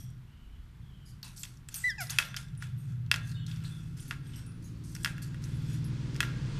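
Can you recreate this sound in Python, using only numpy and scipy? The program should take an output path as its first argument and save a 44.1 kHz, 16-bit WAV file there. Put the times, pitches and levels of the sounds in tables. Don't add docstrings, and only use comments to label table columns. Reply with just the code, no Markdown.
import sys
import numpy as np
from scipy import signal
from scipy.fft import irfft, next_fast_len
from scipy.io import wavfile
from scipy.ndimage import uniform_filter1d

SR = 44100
rng = np.random.default_rng(int(sys.argv[2]) if len(sys.argv) > 2 else 0)


def level_to_linear(level):
    exponent = np.asarray(level, float) / 20
    return 10 ** exponent


def master(y):
    cut = np.clip(np.atleast_2d(y).T, -1, 1)
    pcm = np.round(cut * 32767)
    wavfile.write(sys.argv[1], SR, pcm.astype(np.int16))


N = 290619

# (time [s], rumble level [dB])
ENGINE_LOAD = [(0.0, -42), (0.42, -56.5), (0.77, -50), (1.95, -50), (2.09, -40), (2.2, -46), (2.55, -40),
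               (3.25, -37.5), (3.82, -40.5), (3.91, -36), (4.06, -45.5), (4.2, -42.5), (4.37, -42),
               (4.55, -42), (5.4, -37.5), (5.74, -33.5), (6.35, -35.5), (6.59, -33.5)]
# (frequency [Hz], level [dB per Hz])
RUMBLE = [(12, -26.5), (20, -10), (75, -7), (103, -5), (124, 3.5), (167, -7.5), (198, -12), (321, -21),
          (414, -28), (492, -33), (600, -45.5), (780, -70), (1320, -120)]
# (time [s], firing rate [Hz], share of rumble in clean lines [0-1])
FIRING = [(2.5, 16.9, .05), (3.2, 17.5, .8), (3.9, 18.05, .9), (4.6, 18.85, .9), (5.2, 19.2, .94),
          (5.9, 19.7, .95), (6.2, 19.95, .9), (6.4, 20.2, .35), (6.59, 20.3, .3)]
ORDERS_DB = [-12, -16, -9, -2, -1, -7, -6, -24, -18, -18, -12, -22, -19, -20, -21, -26, -27]
# (frequency [Hz], level [dB])
PIPE = [(50, 0), (90, -1), (112, 1), (140, 0), (162, 3), (178, -6), (205, 1), (320, 0)]
# (frequency [Hz], level [dB per Hz])
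ROAR_COLOUR = [(290, -1.5), (500, 6), (700, -4), (942, 2.5), (1250, 0), (1710, 0), (1970, -0.5),
               (4810, -3.5), (9300, -15), (11000, -29), (14300, -71), (22000, -120)]
# (frequency [Hz], level [dB per Hz])
AIR = [(240, -37), (400, -15), (672, -3), (1380, 1), (2490, -4.5), (3330, -5.5), (6420, -15), (12900, -17),
       (14400, -16.5), (15300, -53)]
# (start [s], length [s], level as grip starts [dB], as it lets go [dB], frame relative [dB])
SCRAPES = [(0, 0.12, -58.5, -83, -13), (1.04, 0.054, -66, -62.5, -18), (1.241, 0.15, -52, -70.5, -5.5),
           (1.362, 0.055, -55, -53, -21), (1.442, 0.096, -60, -68.5, -6), (1.68, 0.049, -59, -55.5, -6),
           (1.744, 0.14, -47.5, -55, -8.5), (2.003, 0.076, -39.5, -56, -9.5),
           (2.094, 0.12, -44.5, -57.5, -0.5), (2.21, 0.16, -56, -75, 4), (2.362, 0.1, -47, -66.5, -3),
           (2.571, 0.058, -82, -55.5, 3.5), (2.753, 0.16, -74, -69, -0.5), (3.173, 0.12, -76, -55.5, -13),
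           (3.477, 0.22, -59, -71, 1.5), (3.636, 0.35, -60, -73, -4), (3.967, 0.15, -61.5, -58.5, -6.5),
           (4.203, 0.19, -77, -61.5, 2), (4.622, 0.19, -65, -78, -30), (4.836, 0.26, -60.5, -57.5, -32),
           (5.218, 0.041, -48.5, -59, -11), (5.418, 0.25, -62, -66.5, -0.5), (5.647, 0.1, -66, -58, -1),
           (6.235, 0.15, -56.5, -81, 7)]
# (frequency [Hz], width [Hz], level [dB])
CAGE = [(1000, 1600, -26), (1403, 400, 9.5), (1890, 4000, 6), (2610, 280, 11), (3490, 310, -8)]
# (frequency [Hz], width [Hz], level [dB])
BARS = [(1410, 150, 0), (1630, 120, -2), (2080, 200, -8), (2620, 130, -4), (3420, 170, -2), (5750, 260, -9)]
# (time [s], level [dB])
FRAME_HUM = [(2.05, -95), (2.3, -68), (2.6, -80), (3.1, -73.5), (3.17, -75), (3.32, -68), (3.85, -72),
             (4.15, -77), (4.55, -73), (4.75, -111), (5.03, -58), (5.09, -58), (5.3, -73), (6.59, -60)]
# (start [s], driven time [s], frequency [Hz], level [dB])
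WIRES = [(0, 0.15, 5700, -59.5), (0, 0.059, 8500, -65), (0, 0.034, 11800, -61), (0, 0.23, 3300, -64),
         (1.055, 0.1, 4960, -65), (1.055, 0.063, 11100, -65.5), (1.06, .07, 6700, -72),
         (1.231, 0.11, 1000, -59), (1.235, 0.093, 2640, -57.5), (1.229, 0.0033, 13300, -58),
         (1.38, .2, 5700, -64), (1.39, .03, 11900, -54), (1.39, .03, 8200, -59), (2.775, 0.079, 11660, -66),
         (2.782, 0.12, 8570, -65), (4.0, 0.024, 9300, -57), (4.078, 0.035, 11300, -57),
         (4.269, 0.041, 8550, -64), (4.27, 0.044, 11500, -70), (4.36, 0.023, 11500, -59.5),
         (4.359, 0.14, 8300, -58.5), (4.464, 0.18, 9640, -61), (4.64, 0.031, 10600, -63.5),
         (4.64, 0.045, 6600, -60), (4.64, 0.046, 13800, -69), (5.221, 0.033, 11400, -62),
         (5.44, 0.025, 10800, -63), (5.54, 0.03, 10600, -65), (5.729, 0.012, 11000, -58.5),
         (5.844, 0.019, 10800, -54.5), (1.742, .03, 9300, -46), (1.742, .035, 12000, -44.5),
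         (1.745, .05, 13900, -54), (1.76, .1, 8400, -49), (2.007, .025, 13100, -48),
         (2.007, 0.022, 11300, -46), (2.25, 0.024, 12000, -58), (2.26, .07, 8600, -64),
         (2.28, 0.073, 5860, -60), (1.245, .04, 9100, -68), (1.235, 0.081, 3900, -57),
         (1.436, 0.011, 3500, -61), (2.39, .06, 3500, -58.5), (3.118, .006, 9700, -53),
         (2.575, 0.026, 9600, -58.5), (4.36, 0.14, 5500, -61), (4.337, 0.063, 3000, -59),
         (3.645, 0.026, 4000, -52.5), (4.0, .06, 6000, -65), (4.112, 0.023, 1530, -46.5)]
# (frequency [Hz], level [dB], time to fall 60 dB [s])
PING = [(6164, -9, .15), (8226, -5, .35), (8489, 0, .22), (9179, -3, .18), (11830, -11, .25),
        (12050, -7, .3), (12630, -10, .15), (13890, -9, .18)]
# (time [s], level [dB])
PING_HITS = [
    (1.742, -50),
    (1.759, -44.5),
]
# (time [s], peak level [dB], centre frequency [Hz])
TICKS = [(1.2298, -31, 4320), (1.3723, -38, 9400), (1.378, -39, 5700), (1.4328, -26, 7240),
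         (1.4404, -38, 3420), (1.6867, -33, 7850), (1.7423, -28, 6270), (1.7594, -28, 8950),
         (1.9034, -32, 5500), (2.0063, -43, 6140), (2.07, -36, 5070), (2.0985, -24.5, 4320),
         (2.1051, -19, 6320), (2.343, -35, 3450), (2.365, -23, 5230), (2.3713, -28, 3120),
         (2.6105, -51, 3060), (3.316, -38.5, 4200), (3.465, -36.5, 4000), (3.467, -40, 6450),
         (1.9845, -45, 5000), (3.5608, -42, 5600), (4.0048, -38, 9500), (4.081, -40, 11400),
         (4.335, -44, 3220), (4.359, -42, 5600), (4.951, -32, 5500), (5.034, -48, 3100),
         (5.225, -36, 11600), (5.44, -33, 5900), (5.843, -40, 5340), (5.033, -35, 8500),
         (1.229, -40, 13000), (1.4338, -34, 7000), (1.442, -43, 6200), (1.3955, -43, 12000),
         (1.7425, -29, 12300), (2.0065, -41, 12000), (2.0985, -35, 13200), (2.105, -31, 12000),
         (2.1505, -38, 3000), (2.252, -32, 3000), (4.95, -37, 8200), (3.515, -40.5, 3750),
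         (3.6263, -49, 2700), (3.9968, -44, 3310), (4.4613, -50, 4400), (4.5201, -53, 4740),
         (5.168, -49, 4600)]
# (time [s], centre frequency [Hz])
TOUCHES = [(.1027, 8240), (1.5715, 5530), (2.4844, 3520), (2.5509, 3300), (2.576, 8950), (3.063, 3160),
           (4.2657, 3280), (4.4636, 9800)]
# (start [s], length [s], start pitch [Hz], end pitch [Hz], level [dB])
FAR = [(.27, .11, 2650, 2950, -75), (.35, .28, 2950, 2970, -72), (.54, .09, 3200, 3300, -77),
       (.81, .24, 3400, 3150, -73), (.9, .25, 3060, 2950, -72), (1.055, .09, 4900, 4800, -70),
       (3.375, .17, 3350, 3200, -65), (3.695, .13, 3500, 3420, -61), (4.45, .13, 1420, 1380, -67)]
NOTES = [(3.32, .06, 4850, 4800, -65), (3.325, .14, 4320, 4280, -63), (3.343, .033, 3720, 3600, -51),
         (3.38, .04, 3640, 3700, -53), (3.42, .04, 3650, 3600, -60), (3.363, .03, 2990, 2930, -52),
         (3.4, .06, 2980, 2950, -56), (3.47, .035, 3750, 3630, -58), (3.47, .035, 2960, 2950, -58),
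         (3.53, .05, 3650, 3720, -62), (3.352, .025, 7400, 7300, -69), (3.385, .05, 7330, 7350, -70),
         (4.64, .075, 3980, 4080, -68), (4.735, .07, 4300, 4700, -68), (4.8, .1, 4400, 4450, -72),
         (4.4, .26, 2620, 2590, -69)]
# (time [s], peak level [dB], crack level [dB], tilt [dB per octave])
KNOCKS = [(1.229, -47, -10, -12), (1.435, -29.5, -6, 10.5), (1.452, -35, -11, 12), (1.6876, -37, -17, 8),
          (1.7425, -39, -16, 10), (2.186, -7, -2.5, 9), (2.1916, -22, -12, -5), (2.2003, -22, -10, -10),
          (2.215, -41, -15, -5), (2.225, -25, -20, 7), (2.343, -30.5, -24, -3), (2.3684, -28, -12, 5.5),
          (2.6238, -29.5, -4.5, -15), (3.1143, -8.5, -7, 7.5), (3.1411, -16.5, -6.5, 6.5),
          (3.16, -27, 2.5, 0), (3.513, -38, -15, 15), (3.645, -40.5, -12, -8), (4.294, -49, -16, 0.5),
          (4.1095, -21.5, -7.5, 1.5), (4.9525, -40, -14, -6), (4.9635, -36.5, 3, 1), (5.0465, -15, -1.5, 5),
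          (5.059, -18, -15, -2.5), (5.0745, -26, -9, 0), (5.1807, -35, -6, -4), (5.3446, -37, -9, -8),
          (6.145, -39, -3, 23), (6.155, -35.5, -15, 6), (6.163, -32.5, 0, 24), (6.2046, -11.5, -6, 1.5),
          (6.2292, -21, -6, 0), (6.235, -26, -7, -10)]
# (frequency [Hz], width [Hz], level [dB])
TRAY = [(1480, 180, 8.5), (1710, 500, 10.5), (1908, 113, 8), (2680, 300, 9), (3294, 600, 5),
        (4780, 730, -7.5), (5090, 370, -11), (5700, 210, -29), (6000, 290, -67), (6700, 860, -25.5),
        (8200, 74, -49)]
# (frequency [Hz], width [Hz], level [dB])
RINGS = [(1380, 60, -1), (1620, 50, 3), (1850, 70, -6), (2130, 60, -6), (2650, 60, -13), (3500, 50, 0)]
# (time [s], pitch [Hz], level [dB])
CALL_HIGH = [(1.832, 1990, -56), (1.843, 1961, -21.5), (1.868, 2019, -22), (1.885, 1977, -23),
             (1.9, 1803, -25.5), (1.92, 1614, -35.5), (1.943, 1550, -52)]
# (time [s], pitch [Hz], level [dB])
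CALL_LOW = [(1.978, 928, -48), (1.99, 839, -48.5), (2.01, 751, -46.5), (2.027, 692, -49), (2.034, 632, -64),
            (2.048, 670, -53)]
# (frequency [Hz], level [dB])
THROAT_HIGH = [(1500, -9.5), (2100, -5), (3400, -19.5), (4000, -28.5), (5200, -13), (6000, -37),
               (8000, -37), (11000, -61.5)]
# (frequency [Hz], level [dB])
THROAT_LOW = [(600, 8.5), (900, -6), (1450, 7.5), (1800, 3), (2500, 2), (3200, -21), (4300, -25),
              (5150, -1), (5600, -18), (7200, -11), (9000, -32.5)]


def curve(table):
    s, *columns = np.transpose(table)
    return [np.interp(np.arange(N) / SR, s, c) for c in columns]


def span(table, tail_s):
    s, *columns = np.transpose(table)
    t = np.arange(s[0], s[-1] + tail_s, 1 / SR)
    return t, *(np.interp(t, s, c) for c in columns)


def colour(points, hz):
    f, db = np.transpose(points)
    return np.interp(np.log(np.maximum(hz, 1)), np.log(f), db)


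def unit(x):
    return x / np.sqrt(np.mean(x ** 2))


def noise(points, lo_hz=0, hi_hz=SR):
    size = next_fast_len(N, True)
    hz = np.arange(size // 2 + 1) * SR / size
    chance = rng.standard_normal(len(hz)) + 1j * rng.standard_normal(len(hz))
    inside = (hz >= lo_hz) * (hz < hi_hz)
    return unit(irfft(chance * level_to_linear(colour(points, hz)) * inside, size)[:N])


def resonance(x, hz, width_hz):
    return signal.lfilter(*signal.iirpeak(min(hz, SR / 2.2), hz / width_hz, fs=SR), x)


def passing(x, order, edge_hz, kind):
    return signal.sosfilt(signal.butter(order, edge_hz, kind, fs=SR, output="sos"), x)


def walk(rate, size=N):
    k = int(SR / rate)
    held = np.repeat(rng.standard_normal(size // k + 1), k)[:size]
    return unit(uniform_filter1d(held, k))


def add(out, s, x):
    i = int(s * SR)
    out[i:i + len(x)] += x[:N - i]


def cage(x):
    y = sum((-1) ** k * level_to_linear(db) * resonance(x, f, w) for k, (f, w, db) in enumerate(CAGE))
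    return passing(y, 2, [750, 4500], "bandpass")


def engine():
    t = np.arange(N) / SR
    hz, share = curve(FIRING)
    phase = 2 * np.pi * np.cumsum(hz) / SR

    def nearing(far_db, db_per_s):
        return far_db + db_per_s * np.maximum(t - 2.16, 0)

    def order_line(k, db):
        brighter = 1.34 * (np.clip(k, 13, 16) - 15) * (k > 11) * (t - 4.6)
        unsteady = (1.6 + .16 * k) * walk(3)
        level = level_to_linear(db + colour(PIPE, k * hz) + brighter + unsteady)
        return level * np.sin(k * phase + .08 * k * walk(4) + k * k)

    gust_db = 6.5 * np.exp(-((t - 0.58) / 0.12) ** 2)
    thud_db = nearing(-53, 1.8) + gust_db
    growl_db = nearing(-66, 3.77) + 8.5 * share
    # (low edge [Hz], high edge [Hz], how clean the firings can get [0-1], level [dB])
    bands = [(0, 84, .35, thud_db), (84, 200, 1, curve(ENGINE_LOAD)[0]), (200, 600, .93, growl_db)]
    low = 0
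    for lo, hi, clean, db in bands:
        orders = [(k, g) for k, g in enumerate(ORDERS_DB, start=3) if lo <= k * hz[N // 2] < hi]
        lines = unit(sum(order_line(k, g) for k, g in orders))
        rumble = noise(RUMBLE, lo, hi)
        low = low + level_to_linear(db) * (np.sqrt(clean * share) * lines + np.sqrt(1 - clean * share) * rumble)
    roar = level_to_linear(nearing(-88, 8.29) + .8 * walk(6))
    rustle = level_to_linear(-64 - 61 * np.abs(t - 2.08))
    return low + (roar + rustle) * noise(ROAR_COLOUR)


def scrapes():
    hiss, body = np.zeros(N), np.zeros(N)
    for s, length, grip_db, end_db, body_db in SCRAPES:
        t, db = span([(0, grip_db), (length, end_db)], 0.19)
        rise_s = 0.051 if end_db > grip_db + 3 else 0.0025
        gate = np.minimum(t / rise_s, 1) * np.exp(-np.maximum(t - length, 0) / 0.044)
        lingers_db = 0.057 * np.maximum(grip_db - db, 0)
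        add(hiss, s, gate * level_to_linear(db))
        add(body, s, gate * level_to_linear(db + body_db + lingers_db))
    slips = level_to_linear(1.3 * walk(300))
    wire = [(2500, -14.0), (4200, 6.0), (6000, 6.0), (9000, 5), (13500, -3.5), (15000, -60.5)]  # Hz, dB
    bright = 0
    for f in np.arange(3000, 15000, 600.):
        patchy_db = 2.2 * walk(14) + 1.5 * walk(150)
        bright = bright + level_to_linear(colour(wire, f) + patchy_db) * noise(wire, f, f + 600)
    bars = 0
    for f, w, db in BARS:
        hum = resonance(resonance(rng.standard_normal(N), f, w), f, 2 * w)
        bars = bars + level_to_linear(db + 1.8 * walk(9)) * unit(hum)
    humming = (level_to_linear(curve(FRAME_HUM)[0]) + level_to_linear(-4) * body) * unit(bars)
    rattle = body * unit(cage(slips * rng.standard_normal(N)))
    return humming + hiss * unit(slips * bright) + rattle


def wires():
    out = np.zeros(N)
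    for s, driven, hz, db in WIRES:
        width = np.clip(20 / driven, hz / 22, 920)
        t = np.arange(int((driven + .3) * SR)) / SR
        hum = unit(resonance(resonance(rng.standard_normal(len(t)), hz, width), hz, 2 * width))
        fade = np.exp(-t / 0.063 - np.maximum(t - driven, 0) / 0.026)
        add(out, s, level_to_linear(db) * hum * np.minimum(t / 0.00069, 1) * fade)
    t = np.arange(SR // 2) / SR
    ping = sum(level_to_linear(g) * np.sin(2 * np.pi * f * t) * 1000 ** (-t / t60) for f, g, t60 in PING)
    for s, db in PING_HITS:
        add(out, s, level_to_linear(db) * ping)
    return out


def ticks():
    out, t = np.zeros(N), np.arange(SR // 30) / SR
    touch_db = -50.5
    for s, db, hz in TICKS + [(s, touch_db, hz) for s, hz in TOUCHES]:
        fade = np.exp(-t / 0.0058) + 2.6 * np.exp(-t / 0.00028)
        burst = rng.standard_normal(len(t)) * fade
        tick = 0.29 * resonance(burst, hz, hz) + 2.1 * resonance(burst, hz, 0.1 * hz)
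        add(out, s, level_to_linear(db) * tick / np.abs(tick).max())
    return passing(out, 2, 2500, "highpass")


def far_birds():
    out = np.zeros(N)
    hoarse_rate = 380
    for s, length, hz0, hz1, db, rough in [(*row, 1) for row in FAR] + [(*row, .17) for row in NOTES]:
        u = np.linspace(0, 1, int(length * SR))
        bend = 1 - (1 - u) ** 1.51
        warble = 1 + rough * .013 * walk(70, size=SR)[:len(u)]
        tone = np.exp(2j * np.pi * np.cumsum((hz0 + (hz1 - hz0) * bend) * warble) / SR)
        smear = (walk(hoarse_rate, size=SR) + 1j * walk(hoarse_rate, size=SR))[:len(u)]
        swell = np.sin(np.pi * u ** .7) ** .5
        add(out, s, level_to_linear(db) * swell * np.imag((.6 + .85 * rough ** .7 * smear) * tone))
    return out


def tray():
    out, blows, t = np.zeros(N), np.zeros(N), np.arange(SR // 10) / SR
    snap_hz, snap_s = 3580, 0.000775
    slap_s, slap_db = .0043, -11
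    gaps = np.diff(np.array(KNOCKS)[:, 0], prepend=0)
    for (s, db, crack_db, tilt_db), gap in zip(KNOCKS, gaps):
        bounce = gap < .045 and db < -15
        damp, bright_hz = (0.87, 3000) if bounce else (0.56, 4670)
        mix = rng.standard_normal((len(TRAY), 2)) * [1.6, .012]
        burst = rng.standard_normal(len(t))
        ring = 0
        for (f, w, g), (extra_db, detune) in zip(TRAY, mix):
            size = w * level_to_linear(g + extra_db + tilt_db * np.log2(f / 2500))
            fade = np.exp(-np.pi * .6 * w * damp * t)
            ring = ring + size * np.sin(2 * np.pi * f * (1 + detune) * t) * fade
        settle = level_to_linear(-17) + np.exp(-(t * damp / .007) ** 4)
        ring = ring * np.minimum(t / .0006, 1) * settle
        sizzle = np.exp(-t / 0.0011) + level_to_linear(-15.5) * np.exp(-t / 0.026)
        crack = resonance(burst, bright_hz, 1.9 * bright_hz) * sizzle
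        snap = np.sin(2 * np.pi * snap_hz * (t - snap_s)) * np.exp(-((t - snap_s) * snap_hz / 0.28) ** 2)
        hit = ring / np.abs(ring).max() + level_to_linear(crack_db) * (crack / 2 + level_to_linear(1.5) * snap)
        add(out, s, level_to_linear(db) * hit)
        add(out, s + slap_s, level_to_linear(db + slap_db) * hit)
        add(blows, s, level_to_linear(db) * np.ones(1))
    return passing(out, 3, [1000, 14500], "bandpass"), blows


def call(table, throat, rise_s):
    out, (t, hz, db) = np.zeros(N), span(table, 0)
    hz = uniform_filter1d(hz, size=400, mode="nearest")
    gate = np.clip(np.minimum(t - t[0], t[-1] - t) / rise_s, 0, 1)
    phase = 2 * np.pi * np.cumsum(hz * (1 + 0.0037 * walk(340)[:len(t)])) / SR
    stack = 0
    for k in range(1, 10):
        unsteady_db = 0.76 * (k - 1.5) * walk(225)[:len(t)]
        stack = stack + level_to_linear(colour(throat, k * hz) + unsteady_db) * np.sin(k * phase)
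    add(out, t[0], np.sqrt(2) * gate * level_to_linear(db) * stack)
    return out


def yard(x, t60_s):
    t = np.arange(SR // 2) / SR
    tail = rng.standard_normal(len(t)) * 1000 ** (-t / t60_s) * (t > .006)
    tail = signal.lfilter([1], [1, -.6], tail)
    return signal.fftconvolve(x, tail / np.sqrt(np.sum(tail ** 2)))[:N]


def echoes(voice, knocks, blows):
    wet = level_to_linear(-19.5) * yard(voice, 0.74) + level_to_linear(-21.5) * yard(knocks, 0.16)
    wet = wet + level_to_linear(-37.0) * cage(yard(knocks, 0.96)) + level_to_linear(-1.5) * cage(yard(blows, 0.37))
    floor_pan = resonance(resonance(yard(np.abs(knocks), 0.5), 780, 530), 500, 590)
    shaken = yard(knocks, 0.8)
    bars = sum(level_to_linear(db) * resonance(shaken, f, w) for f, w, db in RINGS)
    return wet + level_to_linear(-20) * floor_pan + level_to_linear(-13) * bars


def scene():
    voice = call(CALL_HIGH, THROAT_HIGH, 0.0091) + call(CALL_LOW, THROAT_LOW, 0.0066)
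    knocks, blows = tray()
    far = far_birds()
    far = far + level_to_linear(-9) * yard(far, .4)
    first_contact = level_to_linear(-6) * passing(blows, 2, 9000, "highpass")
    near = first_contact + voice + knocks + ticks() + scrapes() + wires()
    air = level_to_linear(-68) * noise(AIR)
    return (near + echoes(voice, knocks, blows) + far + engine() + air)[None]


def top_cut(x):
    return signal.sosfilt(signal.butter(12, 15450, fs=SR, output="sos"), x)


def record(dry):
    dull = signal.sosfilt(signal.ellip(8, .5, 50, 14300, fs=SR, output="sos"), dry)
    return top_cut(dull)


dry = scene()
out = record(dry)
master(out)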